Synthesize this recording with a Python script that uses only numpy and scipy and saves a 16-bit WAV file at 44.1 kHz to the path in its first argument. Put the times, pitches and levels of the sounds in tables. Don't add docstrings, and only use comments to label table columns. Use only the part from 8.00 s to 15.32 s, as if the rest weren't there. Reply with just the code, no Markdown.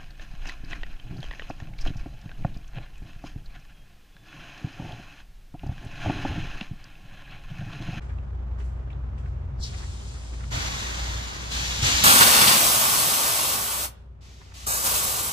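import sys
import numpy as np
from scipy import signal
from scipy.fft import rfft, irfft, next_fast_len
from scipy.io import wavfile
from scipy.ndimage import uniform_filter1d, map_coordinates

SR = 44100
rng = np.random.default_rng(int(sys.argv[2]) if len(sys.argv) > 2 else 0)


def wav_out(sig):
    wavfile.write(sys.argv[1], SR, np.round(np.clip(np.atleast_2d(sig).T, -1, 1) * 32767).astype(np.int16))


N = 322812
FFT_SIZE = next_fast_len(N)
TIME = np.arange(N) / SR
HZ = np.maximum(np.arange(FFT_SIZE // 2 + 1) * SR / FFT_SIZE, 1)

# frequency in Hz, lag of the left side in radians, likeness of the sides from 0 to 1,
# left level above the right in dB.
AXLE_PATH = [(60, 0.28, 1, 0.5), (666, 0.28, 0.46, 0), (1770, 4.06, 0.74, -1), (2840, 6.1, 0.29, 0.5),
             (4430, 6.5, 0.37, 3), (5060, 5.3, 0.02, 2.5), (7300, 8.06, 0.95, 0.5), (7840, 5.4, 0.8, 1),
             (9560, 9.47, 0.99, -0.5), (16040, 23.25, 0.8, 0)]
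CHASSIS_PATH = [(60, 0, 0.93, 0.5), (760, 3.5, 0.47, -4), (2510, 3, 0.63, -0.5), (4500, 7, 0.4, 4),
                (6060, 8.5, 0.25, 3), (8000, 14, 0.35, 4), (8770, 14, 1, -2), (16200, 29.5, 0.94, 2.5)]
YARD_PATH = [(30, 2.5, .9, 0.73), (60, 0.05, 0.94, 0.76), (130, 0, 0.87, 0.85), (300, 0.15, 0.32, 0),
             (650, 4, 0.085, -1.7), (8040, -2.8, .15, 0.12)]
# centre in Hz, width in Hz, gain at the centre in dB.
PORT_RESONANCES = [(220, 45, 6.5), (820, 21, -2.5), (1134, 120, 4), (1470, 60, 5), (10720, 430, 0.5)]
# centre in Hz, width in Hz, gain at the centre in dB.
FIRST_RUSH_RESONANCES = [(1290, 160, 5.5), (1630, 160, 3), (3550, 130, 2), (8560, 70, 4.5)]


def from_db(db):
    return 10 ** (np.asarray(db) / 20)


def rms(x):
    return np.sqrt(np.mean(x ** 2) + 1e-20)


def curve(rows):
    seconds, values = np.transpose(rows)
    return np.interp(TIME, seconds, values)


def colour(points):
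    hz, db = np.transpose(points)
    return from_db(np.interp(np.log(HZ), np.log(hz), db))


def resonance(modes):
    return 1 + sum((from_db(db) - 1) / (1 + (2 * (HZ - hz) / width) ** 2) for hz, width, db in modes)


def to_time(spectrum):
    return irfft(spectrum, FFT_SIZE)[..., :N]


def drift(rate_hz):
    slow = to_time(rfft(rng.standard_normal(FFT_SIZE)) / (1 + (HZ / rate_hz) ** 2))
    return slow / rms(slow)


def noise_pair(path):
    hz, *columns = np.transpose(path)
    lag, alike, pan_db = [np.interp(HZ, hz, column) for column in columns]
    alike = np.clip(alike, 0, 1)
    shared, left, right = rfft(rng.standard_normal((3, FFT_SIZE)))
    left = np.sqrt(alike) * shared * np.exp(-1j * lag) + np.sqrt(1 - alike) * left
    right = np.sqrt(alike) * shared + np.sqrt(1 - alike) * right
    return np.array([left * from_db(pan_db / 2), right * from_db(-pan_db / 2)])


def sounding(spectra):
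    pair = to_time(spectra)
    return pair / rms(pair.mean(0))


def rumble():
    # time in seconds, level in dB.
    rumble_level = [(0, -46), (1.7, -43.5), (2.4, -47), (2.54, -37), (2.75, -40.5), (3.4, -45), (3.85, -43),
                    (4.3, -39), (5.7, -50.5), (6.5, -55), (6.75, -49), (7.32, -45.5)]
    # frequency in Hz, relative strength in dB per Hz.
    rumble_colour = [(20, -26.5), (40, -21), (65, -2), (100, -0.5), (135, 0), (160, -10.5), (220, -10.5),
                     (330, -34), (600, -64.5)]
    return from_db(curve(rumble_level)) * sounding(noise_pair(YARD_PATH) * colour(rumble_colour))


def clatter():
    # time in seconds, level in dB, around which the noise flutters.
    clatter_level = [(0, -48), (2.5, -48.5), (4, -44), (4.5, -54), (6.15, -59.5), (6.4, -57.5), (7.32, -52)]
    # frequency in Hz, relative strength in dB per Hz.
    clatter_colour = [(120, 7.5), (260, 0.5), (400, -1), (700, -3.5), (1300, -7.5), (2100, -17),
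                      (3000, -21.5), (4500, -31), (6500, -33.5), (9000, -42.5), (15000, -67)]
    uneven = from_db(curve(clatter_level) + 1.2 * drift(60))
    return uneven * sounding(noise_pair(YARD_PATH) * colour(clatter_colour))


def engine_tone(hz, orders, wander, rough_db):
    turns = np.cumsum(hz * (1 + wander * drift(2))) / SR
    tone = 0
    for multiple, db in orders:
        wave = np.sin(2 * np.pi * (multiple * turns + rng.random()))
        tone = tone + np.sqrt(2) * from_db(db + rough_db * drift(16.0)) * wave
    return tone


def running_gear_whine():
    # pitch in Hz before it is lowered by 2 %, level in dB before a lift of 0.5 dB.
    whine_tones = [(403.7, -72.5), (554.5, -79)]
    return sum(engine_tone(hz, [(0.98, db + 0.5)], wander=0.0055, rough_db=6.5) for hz, db in whine_tones)


def second_engine():
    # time in seconds, firing rate in Hz.
    steady_speed = [(0, 60.3), (1.6, 60), (2.3, 58.3), (3.2, 58.6), (3.8, 60.3)]
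    # time in seconds, level in dB before a lift of 0.74 dB.
    steady_level = [(0, -35), (.45, -32), (1.3, -33.5), (2.25, -38), (2.5, -32), (2.72, -40.5), (2.95, -31),
                    (3.35, -38.5), (3.9, -32.5), (4.3, -46.5), (4.9, -52.5), (6.2, -47), (6.65, -43.5),
                    (7.32, -45)]
    # multiple of the firing rate, relative level in dB.
    steady_orders = [(.5, -24), (1, 0), (1.5, -13), (2, -22)]
    tone = engine_tone(curve(steady_speed), steady_orders, wander=0.0024, rough_db=2.45)
    return from_db(curve(steady_level) + 0.74) * tone


def truck_engine():
    # time in seconds, firing rate in Hz.
    truck_speed = [(0, 42.8), (1.2, 42.27), (1.9, 40.64), (2.2, 36.3), (2.55, 30.57), (7.32, 30)]
    # time in seconds, level in dB.
    truck_level = [(0, -46), (1.5, -42), (2.2, -50), (3.8, -66), (4.8, -57), (7.32, -57.5)]
    # multiple of the firing rate, relative level in dB.
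    truck_orders = [(1, 0), (2, 2.5), (3, -4), (9, -23)]
    tone = engine_tone(curve(truck_speed), truck_orders, wander=0.0041, rough_db=3.0)
    return from_db(curve(truck_level)) * tone


def engines():
    tones = second_engine() + truck_engine() + running_gear_whine()
    tones = signal.sosfilt(signal.butter(4, 38, "high", fs=SR, output="sos"), tones)
    fade_in = np.minimum(TIME / .008, 1)
    slightly_left = from_db([[.4], [-.4]])
    return fade_in * (tones * slightly_left + rumble() + clatter())


def grit(per_s, level_db, spread_db, low_hz, high_hz):
    strength = from_db(spread_db * np.minimum(rng.exponential(1, N), 3))
    ticks = (rng.random(N) < per_s / SR) * strength
    crumbling = signal.lfilter([1], [1, -np.exp(-1 / (0.003 * SR))], ticks + 1e-18)
    band = signal.butter(2, [low_hz, min(high_hz, SR * .45)], "band", fs=SR, output="sos")
    return from_db(level_db) * signal.sosfilt(band, crumbling * to_time(noise_pair(CHASSIS_PATH)))


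def bursts(rows, path, grain_db):
    noise = to_time(noise_pair(path)) * from_db(grain_db * drift(200))
    out = np.zeros((2, N))
    for peak_s, db, rise_s, decay_s, hz, width in rows:
        span = slice(max(int((peak_s - 10 * rise_s) * SR), 0), int((peak_s + 10 * decay_s) * SR))
        edges = [hz / (1 + width), min(hz * (1 + width), SR * .45)]
        band = signal.sosfilt(signal.butter(2, edges, "band", fs=SR, output="sos"), noise[:, span])
        age = TIME[span] - peak_s
        envelope = np.exp(np.minimum(age / rise_s, -age / decay_s))
        out[:, span] += from_db(db) * band / rms(band) * envelope
    return out


def chassis_rattles():
    # peak in seconds, level in dB, rise in seconds, decay in seconds, centre in Hz,
    # width as a share of the centre.
    rattle_rows = [(.02, -52, .002, 0.034, 1500, 0.66), (.097, -47.5, .003, 0.019, 1500, 0.41),
                   (.186, -50, .001, .004, 2470, 0.17), (.587, -43, .001, .004, 1250, 0.34),
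                   (.602, -50.5, .003, 0.022, 1800, 0.56), (.903, -49, .0015, 0.012, 2400, 0.19),
                   (.931, -56, .002, 0.005, 3450, 0.1), (1.18, -55, .002, .016, 2400, 0.31),
                   (1.26, -49, .002, 0.0062, 1900, 0.31), (1.742, -43, 0.0045, 0.012, 1300, 0.92),
                   (1.838, -44.5, 0.032, 0.01, 1310, 0.56), (2.15, -46.5, 0.0044, 0.022, 1140, 0.49),
                   (2.235, -47, .002, .006, 1300, .9), (2.33, -41.5, 0.016, 0.0079, 250, 0.61),
                   (2.338, -45.5, .004, 0.009, 1400, 0.7), (2.407, -46, 0.011, 0.022, 1250, 0.6),
                   (2.441, -46.5, .003, .008, 1400, 0.66), (6.416, -49, .004, .009, 1300, 0.57),
                   (6.52, -49, .004, 0.0068, 1248, .7)]
    return bursts(rattle_rows, YARD_PATH, grain_db=2.0)


def knocks():
    # start in seconds, level in dB, ringing pitch in Hz, decay in seconds.
    knock_rows = [(1.6, -22, 67, .025), (2.509, -44, 62, .035), (2.521, -31, 126, 0.023),
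                  (3.53, -34, 126.5, 0.045), (3.821, -24, 87, 0.07), (3.825, -21, 130, .025),
                  (4.042, -28, 109, 0.027), (4.191, -29, 104, 0.064)]
    out = 0
    for start_s, db, hz, decay_s in knock_rows:
        age = np.maximum(TIME - start_s, 0)
        out = out + from_db(db) * np.sin(2 * np.pi * hz * age) * np.exp(-np.minimum(age / decay_s, 40))
    return out


def air_puffs():
    # peak in seconds, level in dB, rise in seconds, decay in seconds, centre in Hz,
    # width as a share of the centre.
    puff_rows = [(.022, -66, .003, 0.11, 5640, 0.46), (.588, -63, .003, 0.11, 5000, 0.58),
                 (.65, -69, .012, 0.051, 7050, 0.34), (.91, -74, .006, 0.012, 6500, .2),
                 (1.185, -65, .005, .04, 5600, 0.46), (1.28, -68, .03, .07, 3900, .8),
                 (1.603, -54, .004, 0.045, 6160, 0.3), (1.639, -33, 0.014, 0.018, 4770, 0.23),
                 (1.675, -46, .012, 0.038, 3840, 0.29), (1.785, -45.5, 0.017, .023, 4500, 0.38),
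                 (2.08, -55, .04, 0.12, 5800, .35), (3.515, -37, .003, .11, 4030, .12),
                 (6.541, -48, .0005, 0.012, 4200, .9)]
    return bursts(puff_rows, CHASSIS_PATH, grain_db=0.5)


def jet(openings, noise, swell_db, sag_db_per_s, open_s, close_s, flutter_db):
    settle_s = 0.014
    levels = 0
    for opens, shuts, *start_db in openings:
        age = np.maximum(TIME - opens, 0)
        flow_db = -swell_db * np.exp(-age / settle_s) - sag_db_per_s * age
        flow = from_db(flow_db) * (TIME >= opens) * (TIME < shuts)
        levels = np.maximum(levels, np.outer(from_db(start_db), flow))
    emptied = TIME / close_s
    levels = np.exp(np.maximum.accumulate(np.log(levels + 1e-9) + emptied, axis=1) - emptied)
    levels = uniform_filter1d(levels, max(int(open_s * SR), 1), axis=1)
    above_roar = 1 / (1 + (2500 / HZ) ** 8)
    above_hiss = 1 / (1 + (7500 / HZ) ** 10)
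    bands = [1 - above_roar, above_roar - above_hiss, above_hiss]
    surge = drift(32)
    air = 0
    for level, band in zip(levels, bands):
        flutter = from_db(flutter_db * (surge + drift(60)))
        air = air + level * sounding(noise * band) * flutter
    return air


def air_leaks():
    # opens in seconds, shuts in seconds, then roar, hiss and sizzle in dB before swell and sag.
    leak_openings = [(1.65, 2.51, -62.5, -53, -61), (6.208, 6.538, -65.5, -57.5, -70.5),
                     (6.538, 6.665, -56, -48, -54.5)]
    # frequency in Hz, relative strength in dB per Hz.
    leak_colour = [(700, -1), (1300, 2), (2000, 3.5), (2700, 2), (3600, 1), (6600, -1), (8500, -10),
                   (10500, -11), (12000, -17), (15500, -18)]
    # frequency in Hz, gain in dB.
    chassis_shade = [(6000, 2.5), (9000, 5), (14000, -14)]
    shaded = noise_pair(CHASSIS_PATH) * colour(leak_colour) * colour(chassis_shade)
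    first = jet(leak_openings[:1], shaded, swell_db=-6.0, sag_db_per_s=5.0,
                open_s=0.011, close_s=.02, flutter_db=0.4)
    later = jet(leak_openings[1:], noise_pair(AXLE_PATH) * colour(leak_colour), swell_db=11.5,
                sag_db_per_s=12.0, open_s=0.003, close_s=0.021, flutter_db=0.0)
    return first + later


def supply_hiss():
    # opens in seconds, shuts in seconds, then roar, hiss and sizzle in dB before swell and sag.
    hiss_openings = [(2.512, 3.51, -38.5, -36.5, -52), (3.51, 3.822, -40, -33, -48),
                     (3.822, 4.04, -33, -25, -39)]
    # frequency in Hz, relative strength in dB per Hz.
    hiss_colour = [(120, 4.5), (250, 0.5), (450, -2), (1000, 3), (1900, 2.5), (2500, -2.5), (3400, -4.5),
                   (4100, -4.5), (5200, -8.5), (6500, -6.5), (8000, -11), (10500, -14), (15500, -21)]
    # centre in Hz, width in Hz, gain at the centre in dB.
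    hiss_modes = [(3450, 200, 0.5), (4130, 670, -1), (6500, 500, 1.5)]
    noise = noise_pair(CHASSIS_PATH) * colour(hiss_colour) * resonance(hiss_modes)
    return jet(hiss_openings, noise, swell_db=5.5, sag_db_per_s=8.0,
               open_s=0.022, close_s=0.018, flutter_db=0.5)


def breaking_up(openings, rush_modes, rush_s):
    # frequency in Hz, left lag in radians,
    # likeness of the sides from 0 to 1, left level above the right in dB.
    port_path = [(60, .1, 1, 0.5), (1140, 2.3, 0.97, -2.5), (1580, 3.1, 0.99, 1), (1810, 3.2, 1, -2),
                 (2690, 5, 0.2, -1.5), (4300, 6.6, 0.6, 4), (5200, 9.4, .65, 3), (7020, 13.7, .65, 2),
                 (8150, 12.5, 0.87, 1), (9700, 15.7, 1, -1), (16160, 29.85, 0.9, 1)]
    smooth = 1 / (1 + (np.maximum(TIME - openings[0][0], 0) / rush_s) ** 6)
    rush = to_time(noise_pair(port_path) * resonance(rush_modes))
    turbulence = to_time(noise_pair(AXLE_PATH))
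    return rfft(np.sqrt(smooth) * rush + np.sqrt(1 - smooth) * turbulence, FFT_SIZE)


def chamber_dump():
    # opens in seconds, shuts in seconds, then roar, hiss and sizzle in dB before swell and sag.
    dump_openings = [(4.038, 4.205, -28.5, -26, -35), (4.205, 4.562, -27.5, -24, -32.5)]
    # frequency in Hz, relative strength in dB per Hz.
    dump_colour = [(70, -15.5), (130, -1.5), (230, -5), (400, -10), (600, -5.5), (1200, -0.5), (1750, 2.5),
                   (2100, 0.5), (2900, 3), (4600, 4.5), (5300, 1.5), (7200, -8), (8500, 5), (15500, -17)]
    # centre in Hz, width in Hz, gain at the centre in dB.
    dump_modes = [(2810, 44, 8), (3500, 90, 5), (4580, 150, 3), (8560, 120, 7)]
    noise = breaking_up(dump_openings, FIRST_RUSH_RESONANCES, rush_s=0.17) * colour(dump_colour)
    noise = noise * resonance(PORT_RESONANCES) * resonance(dump_modes)
    return jet(dump_openings, noise, swell_db=-2.5, sag_db_per_s=8.0,
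               open_s=.002, close_s=0.025, flutter_db=2.0)


def exhaust_blasts():
    # opens in seconds, shuts in seconds, then roar, hiss and sizzle in dB before swell and sag.
    blast_openings = [(4.038, 5.56, -26.5, -21.5, -18), (5.56, 5.854, -38.5, -34.5, -29.5),
                      (6.666, 6.84, -38.5, -32.5, -28), (6.84, 7.33, -35, -29.5, -25)]
    # frequency in Hz, relative strength in dB per Hz.
    first_colour = [(60, -22.5), (120, -5.5), (220, -8.5), (320, -6.5), (480, -4), (640, 0.5), (1150, 2.5),
                    (1600, -1), (2100, -4), (3400, -5.5), (5000, -6), (7300, -4), (8500, 0), (11000, 1),
                    (12000, -1), (15500, 0)]
    last_colour = [(60, -20), (120, -3), (240, -9.5), (350, -2.5), (600, 2), (1100, 5), (1600, 0),
                   (2100, -3.5), (3400, -5.5), (5000, -5), (6500, -3), (8500, -0.5), (10600, 0),
                   (12000, -1.5), (15500, -2)]
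    # centre in Hz, width in Hz, gain at the centre in dB.
    last_rush_modes = [(1250, 120, 6), (1640, 140, 9), (3300, 380, -20), (6950, 900, 3)]
    port = resonance(PORT_RESONANCES)
    early, late = blast_openings[:2], blast_openings[2:]
    noise = breaking_up(early, FIRST_RUSH_RESONANCES, rush_s=0.11) * colour(first_colour) * port
    first = jet(early, noise, swell_db=-0.5, sag_db_per_s=6.5,
                open_s=0.0033, close_s=0.019, flutter_db=0.22)
    noise = breaking_up(late, last_rush_modes, rush_s=.15) * colour(last_colour) * port
    last = jet(late, noise, swell_db=3.5, sag_db_per_s=14.5,
               open_s=0.0073, close_s=0.013, flutter_db=0.6)
    return first + last


def eddies(x, depth_db, width_hz, life_s):
    hz, seconds, bands = signal.stft(x, SR, nperseg=1024)
    chance = rng.standard_normal((400, 400))
    places = np.meshgrid(hz / width_hz, seconds / life_s, indexing="ij")
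    patches = map_coordinates(chance, places, order=3, mode="wrap")
    return signal.istft(bands * from_db(depth_db * patches), SR)[1][:, :N]


def steel_echoes(x, level_db, spread_s, slide_s_per_s, count):
    out = 0
    for place, slide, sign in rng.uniform(-1, 1, (count, 3)):
        delay = .003 + spread_s * abs(place) + slide * slide_s_per_s * (TIME - TIME.mean())
        echo = np.array([np.interp(TIME - delay, TIME, side) for side in x])
        out = out + np.sign(sign) * echo
    return from_db(level_db) * out / np.sqrt(count)


def yard_tail(x, level_db, t60):
    # frequency in Hz, gain in dB.
    tail_colour = [(150, 5), (400, 13), (1000, 6), (3500, 1.5), (5000, -5.5), (8000, -13), (15000, -28)]
    age = TIME[:SR]
    tail = rng.standard_normal((2, SR)) * from_db(-60 * age / t60) * (age > .02)
    tail = tail / np.linalg.norm(tail[0])
    tail = to_time(rfft(tail, FFT_SIZE) * colour(tail_colour))[:, :SR]
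    return from_db(level_db) * signal.oaconvolve(x, tail, axes=1)[:, :N]


def scene():
    small = air_puffs() + chassis_rattles()
    small = small + grit(per_s=14, level_db=-73.0, spread_db=5.0, low_hz=1500, high_hz=7000)
    jets = air_leaks() + supply_hiss() + exhaust_blasts() + chamber_dump()
    near = eddies(jets, depth_db=1.24, width_hz=90, life_s=.08) + small
    echoes = steel_echoes(near, level_db=-12.0, spread_s=.022, slide_s_per_s=0.000393, count=12)
    tail = yard_tail(near, level_db=-20.0, t60=0.53)
    return near + echoes + tail + knocks() + engines()


def record(dry):
    cutoff_hz = 15350
    rounded = dry / (1 + (dry / .88) ** 6) ** (1 / 6)
    return signal.sosfiltfilt(signal.ellip(10, .05, 50, cutoff_hz, fs=SR, output="sos"), rounded)


dry = scene()
out = record(dry)
wav_out(out)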